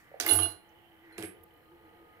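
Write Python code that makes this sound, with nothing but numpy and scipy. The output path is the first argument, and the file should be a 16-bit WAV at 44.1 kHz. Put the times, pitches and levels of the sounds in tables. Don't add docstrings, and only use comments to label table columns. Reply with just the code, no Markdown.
import sys
import numpy as np
from scipy import signal
from scipy.fft import rfft, irfft, next_fast_len
from scipy.io import wavfile

SR = 44100
rng = np.random.default_rng(int(sys.argv[2]) if len(sys.argv) > 2 else 0)


def output_pcm(signal):
    pcm = np.clip(np.atleast_2d(signal).T, -1, 1) * 32767
    wavfile.write(sys.argv[1], SR, np.round(pcm).astype(np.int16))


def undo_db(level):
    steps = np.asarray(level, float) / 20
    return 10 ** steps


N = 97020

# frequency [Hz], level [dB].
AIR_COLOUR = [(30, -14), (90, 1.5), (400, -10.5), (2000, -11), (3600, -25), (6500, -34.5), (9500, -29),
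              (12000, -22.5)]
# frequency [Hz], likeness [0-1].
AIR_LIKENESS = [(60, 0.87), (400, 0.1), (2000, 0), (6000, 0.2)]
# frequency [Hz], level [dB].
FAR_SHADOW = [(90, 1.5), (300, 1), (700, -5.5), (2000, -1.5), (3000, -17.5), (5500, -20.5), (9000, -31),
              (13000, -27)]
# frequency [Hz], width [Hz], level [dB].
MOTOR_HUM = [(474.3, 26, -69.5), (730, 26, -72.5), (863.4, 9.4, -72.5), (1964, 200, -68), (4150, 32, -84)]
# time [s], level [dB].
DRIVE_LOAD = [(0, -74.5), (.85, -66), (.95, -62.5), (1.1, -57.5), (1.65, -71.5), (1.74, -54), (1.81, -77),
              (1.86, -56), (1.92, -70), (2.01, -56.5), (2.1, -70.5)]
# time [s], level [dB].
WHINE_LEVEL = [(.1, -71.5), (.7, -79), (1.5, -69.5), (2.2, -64.5)]
# start [s], level [dB], frequency [Hz], t60 [s].
TOUCHES = [
    (1.124, -58.5, 4150, 0.39),
    (1.124, -59.5, 10450, 0.11),
    (1.539, -49, 12500, 0.0059),
    (1.576, -46.5, 12470, 0.0035),
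    (1.637, -58.5, 11380, 0.0066),
]
# start [s], level [dB].
HOUSING_KNOCKS = [
    (.1115, -44),
    (0.118, -55),
    (0.139, -39),
    (0.153, -46.5),
]
# start [s], crack [dB], high ring [dB], low ring [dB], housing [dB].
FALL_BLOWS = [(0.2, -19.5, -53, -57.5, -37.5), (0.2101, -26.5, -43.5, -54.5, -51),
              (0.249, -32.5, -48.5, -49.5, -36.5), (0.2634, -18, -47.5, -36, -41),
              (0.279, -27.5, -40.5, -40.5, -52.5), (0.2874, -25, -23.5, -28, -42),
              (0.294, -24.5, -20.5, -38, -48.5), (0.3095, -24.5, -11, -21, -31.5),
              (.318, -34, -18.5, -47.5, -35), (0.3312, -23.5, -32, -41.5, -41),
              (0.352, -26, -17, -50, -40.5), (.371, -30, -22.5, -58, -45), (0.389, -36.5, -26, -36, -40.5),
              (.398, -32, -22.5, -41, -42), (0.42, -38, -42, -31, -41), (0.4312, -35, -17.5, -29.5, -45.5),
              (0.455, -49, -39, -72.5, -43)]
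# start [s], level [dB], frequency [Hz], t60 [s].
SINGLE_CLINKS = [(0.2001, -24, 9000, 0.0095), (0.1996, -20.5, 6110, 0.018), (0.2078, -23, 4740, .02),
                 (0.2075, -30.5, 9500, 0.026), (.2475, -36.5, 2250, 0.034), (.2475, -37, 1660, .03),
                 (0.265, -22, 2083, .045), (.2632, -27.5, 1760, 0.024), (.2632, -24, 14500, .025),
                 (.2632, -34.5, 12500, 0.04), (.2632, -35.5, 13490, .04), (.279, -27, 12100, 0.053),
                 (.279, -27, 14850, .03), (0.288, -21.5, 9080, .03), (0.2868, -24, 3523, 0.039),
                 (0.295, -23.5, 9250, .03), (.294, -27.5, 11900, .04), (0.3096, -17.5, 9210, 0.035),
                 (0.3324, -25, 8337, 0.11), (0.334, -22.5, 11760, 0.039), (.3325, -24, 14520, .04),
                 (.351, -22, 14450, .04), (.351, -27, 11880, .04), (.360, -24.5, 11650, 0.064),
                 (0.372, -29, 11900, 0.037), (.389, -18.5, 9110, 0.016), (.389, -31, 3148, 0.057),
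                 (0.388, -27.5, 1184, 0.046), (1.183, -34.5, 2400, .015), (1.183, -42, 3900, .015),
                 (1.184, -44, 9000, .015), (0.422, -22.5, 9130, 0.029), (.297, -38, 1480, .06),
                 (.3, -39, 6870, .1), (.443, -30, 8900, 0.043), (.69, -64.5, 6140, 0.035),
                 (1.216, -55, 2810, .015), (1.237, -55, 2400, .012), (1.2365, -47, 9200, .012),
                 (1.2419, -22.5, 2150, 0.0077), (1.249, -46, 2500, 0.01), (1.225, -32, 2600, .012),
                 (1.254, -55, 9300, .015)]
# start [s], level [dB].
PAN_BLOWS = [
    (0.2887, -29),
    (.296, -31),
    (0.3088, -45.5),
    (.3325, -39.5),
    (.361, -66),
    (0.395, -41),
    (0.42, -35.5),
]
# start [s], crack [dB], ring [dB], housing [dB].
SETTLE_BLOWS = [
    (1.179, -44, -77, -50.5),
    (1.181, -26.5, -45, -32.5),
    (1.187, -56, -72, -48),
    (1.198, -53, -61.5, -45),
    (1.215, -55, -70, -39.5),
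    (1.2256, -23.5, -46.5, -50),
    (1.234, -47, -43, -34.5),
    (1.254, -64, -44.5, -67),
]
# frequency [Hz], level [dB], t60 [s].
HIGH_MODES = [(10451, -2, .23), (10067, -15, .3), (10718, -18, .12), (10520, -15, .1), (8290, -30, .3),
              (7905, -31, .22), (9884, -28, .12)]
LOW_MODES = [(2866, 0, .17), (2915, -7, .08), (3440, -16, .2), (3873, -15, .1)]
WHEEL_MODES = [(8441, -2, .16), (11210, 0, .2), (9394, -5, .03), (8893, -8, .05), (14600, -14, .04),
               (2600, -4, .02)]
CLINK_MODES = [(9270, 2, .025), (11900, 1, .03), (14500, -5, .03), (2070, -6, .03), (6870, -16, .06),
               (12500, -3, .02)]
PAN_MODES = [(4154, 0, .38), (13517, -5, .28)]
# frequency [Hz], level [dB], t60 [s].
HOUSING_MODES = [(325.84, -5, 0.28), (350, -9.5, 0.16), (425.2, 0.5, 0.057), (530.6, -8.5, 0.064),
                 (675, -6, 0.12), (719.5, -3.5, 0.14), (850, -8.5, .15), (1202, 0.5, 0.031),
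                 (1484, 0, 0.042)]
# time [s], level [dB].
ROLL_LEVEL = [(.198, -115), (.21, -41), (.25, -49.5), (.28, -32.5), (.36, -41.5), (.45, -47), (.52, -53),
              (.66, -115)]
# time [s], level [dB].
SHUFFLE_LEVEL = [(1.172, -110), (1.178, -57), (1.185, -41.5), (1.215, -53.5), (1.25, -49.5), (1.3, -86),
                 (1.36, -81.5), (1.45, -110)]
# frequency [Hz], level [dB].
CHATTER_COLOUR = [(250, -23.5), (400, -7), (2400, -18), (4200, -11), (6700, -21.5), (9500, -11.5),
                  (14000, -18.5), (16000, -36.5)]
# start [s], attack [s], hold [s], t60 [s], frequency [Hz], level [dB].
COUNTER_SWELLS = [
    (.30, 0.05, 0.078, 0.3, 93.5, -37.5),
    (0.22, .02, 0.026, 0.15, 95, -57),
    (1.19, 0.01, 0.0078, .15, 112, -49.5),
    (1.232, 0.011, 0.013, 0.17, 93, -50.5),
    (1.4, 0.012, 0.011, .2, 85, -60),
    (1.175, .015, .01, .1, 200, -48),
    (1.228, 0.011, 0.0091, 0.13, 185, -51.5),
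    (1.272, .015, 0.014, 0.1, 188, -57),
]
BLOW_SPREAD_DB, RING_SPREAD_DB = 2.5, 1.2


def rms_one(x):
    return x / np.sqrt(np.mean(x ** 2) + 1e-20)


def in_time(rows):
    return np.interp(np.arange(N) / SR, *np.transpose(rows))


def bin_hz():
    return np.arange(N // 2 + 1) * SR / N


def at_hz(points, hz):
    table = np.array(points)
    return np.interp(np.log(hz + 1), np.log(table[:, 0]), table[:, 1])


def colour(x, points):
    return irfft(rfft(x) * undo_db(at_hz(points, bin_hz())), N)


def band(x, low_hz, high_hz):
    return signal.sosfilt(signal.butter(3, [low_hz, high_hz], "band", fs=SR, output="sos"), x)


def drift(rate_hz):
    r = np.exp(-80 * np.pi * rate_hz / SR)
    noise = rng.standard_normal(N // 40 + 2002)
    slow = signal.lfilter([1], [1, -2 * r, r * r], noise)[2000:]
    return np.interp(np.arange(N) / 40, np.arange(len(slow)), rms_one(slow))


def smear(clicks, t60):
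    return signal.lfilter([1], [1, -undo_db(-60 / (t60 * SR))], clicks)


def ring(clicks, hz, t60):
    r, w = undo_db(-60 / (t60 * SR)), 2 * np.pi * hz / SR
    return signal.lfilter([0, np.sin(w)], [1, -2 * r * np.cos(w), r * r], clicks + 1e-18)


def strike(times, dbs, modes, spread_db, loss_db=0.0):
    out = np.zeros(N + SR)
    hz, level_db, t60 = np.transpose(modes)[:, :, None]
    chance = rng.standard_normal((len(times), len(modes), 1))
    t = np.arange(int(1.2 * SR * t60.max())) / SR
    for s, db, luck in zip(times, dbs, chance):
        start = int(s * SR)
        later = np.searchsorted(times, s + t - 1e-4, "left") - np.searchsorted(times, s) - 1
        damp = np.minimum(undo_db(-loss_db * later), 1)
        swing = np.sin(2 * np.pi * hz * (t + start / SR))
        tone = undo_db(level_db + spread_db * luck - 60 * t / t60) * swing * (1 - np.exp(-hz * t))
        out[start:][:len(t)] += undo_db(db) * damp * tone.sum(axis=0)
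    return out[:N]


def cracks(times, dbs, t60, tail_t60, tail_db):
    out, t = np.zeros(N + SR), np.arange(SR // 6) / SR
    for s, db, burst in zip(times, dbs, rng.standard_normal((len(times), len(t)))):
        fade = undo_db(db - 60 * t / t60) + undo_db(db + tail_db - 60 * t / tail_t60)
        out[int(s * SR):][:len(t)] += fade * burst
    return signal.lfilter([1, -.3], [1], band(out[:N], 915, 17000))


def floor():
    alike = np.clip(at_hz(AIR_LIKENESS, bin_hz()), 0, 1)
    mid, side = rfft(rng.standard_normal((2, N)))
    pair = irfft(np.sqrt(1 + alike) * mid + np.sqrt(1 - alike) * side * [[1], [-1]], N)
    return undo_db(-65) * rms_one(colour(pair, AIR_COLOUR))


def gear_teeth():
    tooth_rate = 45 * undo_db(3.7 * drift(1.4))
    teeth = np.diff(np.floor(np.cumsum(tooth_rate) / SR), prepend=0)
    teeth = teeth * undo_db(0.98 * rng.standard_normal(N))
    grains = smear(teeth, 0.037) * rng.standard_normal(N)
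    return undo_db(-71.5) * rms_one(band(ring(grains, 3020, 0.014), 2500, 3600))


def motor():
    hum = np.zeros(N)
    for hz, width_hz, db in MOTOR_HUM:
        waver = undo_db(db + 3.55 * drift(1.318) + 1.5 * drift(17))
        hum += waver * rms_one(ring(rng.standard_normal(N), hz, 1.0 / width_hz))
    load_turns = np.cumsum(328 + 14 * drift(9.0)) / SR
    hum += undo_db(in_time(DRIVE_LOAD) + 1.23 * drift(8.9)) * np.sin(2 * np.pi * load_turns)
    whine_turns = np.cumsum(1176 + 70 * np.arange(N) / N + 4 * drift(12)) / SR
    hum += undo_db(in_time(WHINE_LEVEL) + 2.2 * drift(25)) * np.sin(2 * np.pi * whine_turns)
    return hum + gear_teeth()


def earlier_touch():
    return undo_db(-62 - 60 * np.arange(N) / SR / 0.38) * band(rng.standard_normal(N), 4000, 11000)


def housing_knocks():
    modes = [(450, 4, 0.03), (562, 5.5, 0.028), (752, 2.5, 0.023), (365, -8.5, .05)]  # Hz, dB, t60 s
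    return band(strike(*np.transpose(HOUSING_KNOCKS), modes, BLOW_SPREAD_DB), 480, 1007)


def clinks():
    s, crack = np.transpose(FALL_BLOWS)[:2]
    out = strike(s, crack - 18, CLINK_MODES, BLOW_SPREAD_DB)
    for at, db, hz, t60 in SINGLE_CLINKS:
        out += strike([at], [db], [(hz, 0, t60)], 0)
    return out * (0.99 + 3.8 * band(rng.standard_normal(N), 47, 780))


def fall():
    s, crack, high, low, body = np.transpose(FALL_BLOWS)
    out = cracks(s, crack - 4, 0.0098, 0.1619, -12.5)
    out += band(cracks(s[:2], crack[:2] + 5.5, .015, 0.23, -13), 1500, 7000)
    out += strike(s, high, HIGH_MODES, RING_SPREAD_DB, 3)
    out += strike(s, low, LOW_MODES, RING_SPREAD_DB, 8.3)
    out += strike(*np.transpose(PAN_BLOWS), PAN_MODES, 0, 11.0)
    return out + strike(s, body, HOUSING_MODES, BLOW_SPREAD_DB, 4.7)


def chatter():
    hits = rng.random(N) < 2200 / SR
    heights = undo_db(4.3 * rng.exponential(1, N).clip(0, 2.8))
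    clicks = hits * heights * rng.choice([-1, 1], N)
    grains = smear(np.abs(clicks), .008) * rng.standard_normal(N)
    rumble = rms_one(sum(undo_db(db) * ring(clicks, hz, .5 * t60) for hz, db, t60 in HOUSING_MODES))
    metal = HIGH_MODES + CLINK_MODES
    jingle = rms_one(sum(undo_db(db) * ring(clicks, hz, 0.41 * t60) for hz, db, t60 in metal))
    level = undo_db(in_time(ROLL_LEVEL)) + undo_db(in_time(SHUFFLE_LEVEL))
    rattle = level * (rms_one(colour(grains, CHATTER_COLOUR)) + undo_db(-0.5) * rumble)
    return rattle + undo_db(in_time(ROLL_LEVEL) - 0.5) * jingle


def boom():
    t, out = np.arange(N) / SR, np.zeros(N)
    for s, rise, hold, t60, hz, db in COUNTER_SWELLS:
        attack = np.sin(np.clip((t - s) / rise, 0, 1) * np.pi / 2) ** 2
        fade = undo_db(db - 60 * np.maximum(t - s - rise - hold, 0) / t60)
        out += attack * fade * np.sin(2 * np.pi * hz * t)
    return out


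def ticks():
    out = np.zeros(N)
    for s, db, hz, t60 in TOUCHES:
        out += band(strike([s], [db], [(hz, 0, t60)], 0), hz / 2, min(hz * 2, 17000))
    return out


def settle():
    s, crack, high, body = np.transpose(SETTLE_BLOWS)
    out = band(cracks(s, crack - 1, 0.0052, 0.052, -33), 660, 12800)
    out += band(cracks(s, body + 10, 0.017, 0.059, -6.5), 1630, 2770)
    out += strike(s, high, WHEEL_MODES, RING_SPREAD_DB, 2.8)
    return out + strike(s, body, HOUSING_MODES[:4], BLOW_SPREAD_DB, 6.4)


def squeak():
    start_s, long_s, start_hz, end_hz = 1.433, 0.0097, 13900, 10840
    share = np.clip((np.arange(N) / SR - start_s) / long_s, 0, 1)
    hz = start_hz + (end_hz - start_hz) * share
    scrape = 0.4 * band(rng.standard_normal(N), 9000, 16900)
    return undo_db(-46.5) * np.sin(np.pi * share) * (np.sin(2 * np.pi * np.cumsum(hz) / SR) + scrape)


def room(x):
    t60_s, wall_cut_hz = 0.39, 6700
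    size = next_fast_len(N + SR)
    w = 2 * np.pi * np.arange(size // 2 + 1) / size
    out, dull = np.zeros((2, len(w)), complex), np.exp(-2 * np.pi * wall_cut_hz / SR)
    wall = (1 - dull) / (1 - dull * np.exp(-1j * w))
    lags = (rng.uniform(.008, .035, 16) * SR).astype(int)
    for k, lag in enumerate(lags):
        loop = undo_db(-60 * lag / SR / t60_s) * np.exp(-1j * w * lag) * wall
        out[k % 2] += loop / (1 - loop) * (-1) ** (k // 2)
    return irfft(out * rfft(x, size), size)[:, :N]


def scene():
    hum = motor()
    metal = housing_knocks() + fall() + clinks() + settle() + chatter()
    metal = signal.sosfilt(signal.butter(5, 285, "high", fs=SR, output="sos"), metal)
    touches = metal + boom() + earlier_touch() + ticks() + squeak()
    shadow = np.array(FAR_SHADOW)
    shaded = colour(touches, shadow) + colour(hum, shadow * [1, 0.96])
    lag_s = 0.00015
    late = irfft(rfft(shaded) * np.exp(-2j * np.pi * lag_s * bin_hz()), N)
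    left, right = undo_db(-13.5) * room(metal + hum)
    left = colour(left, shadow * [1, 0.68])
    return np.array([late + left, touches + hum + right]) + floor()


def band_limit(x):
    return signal.sosfilt(signal.butter(12, 17000, fs=SR, output="sos"), x)


def record(dry):
    mix = signal.sosfilt(signal.cheby2(10, 35, 16100, fs=SR, output="sos"), dry)
    return band_limit(mix)


dry = scene()
out = record(dry)
output_pcm(out)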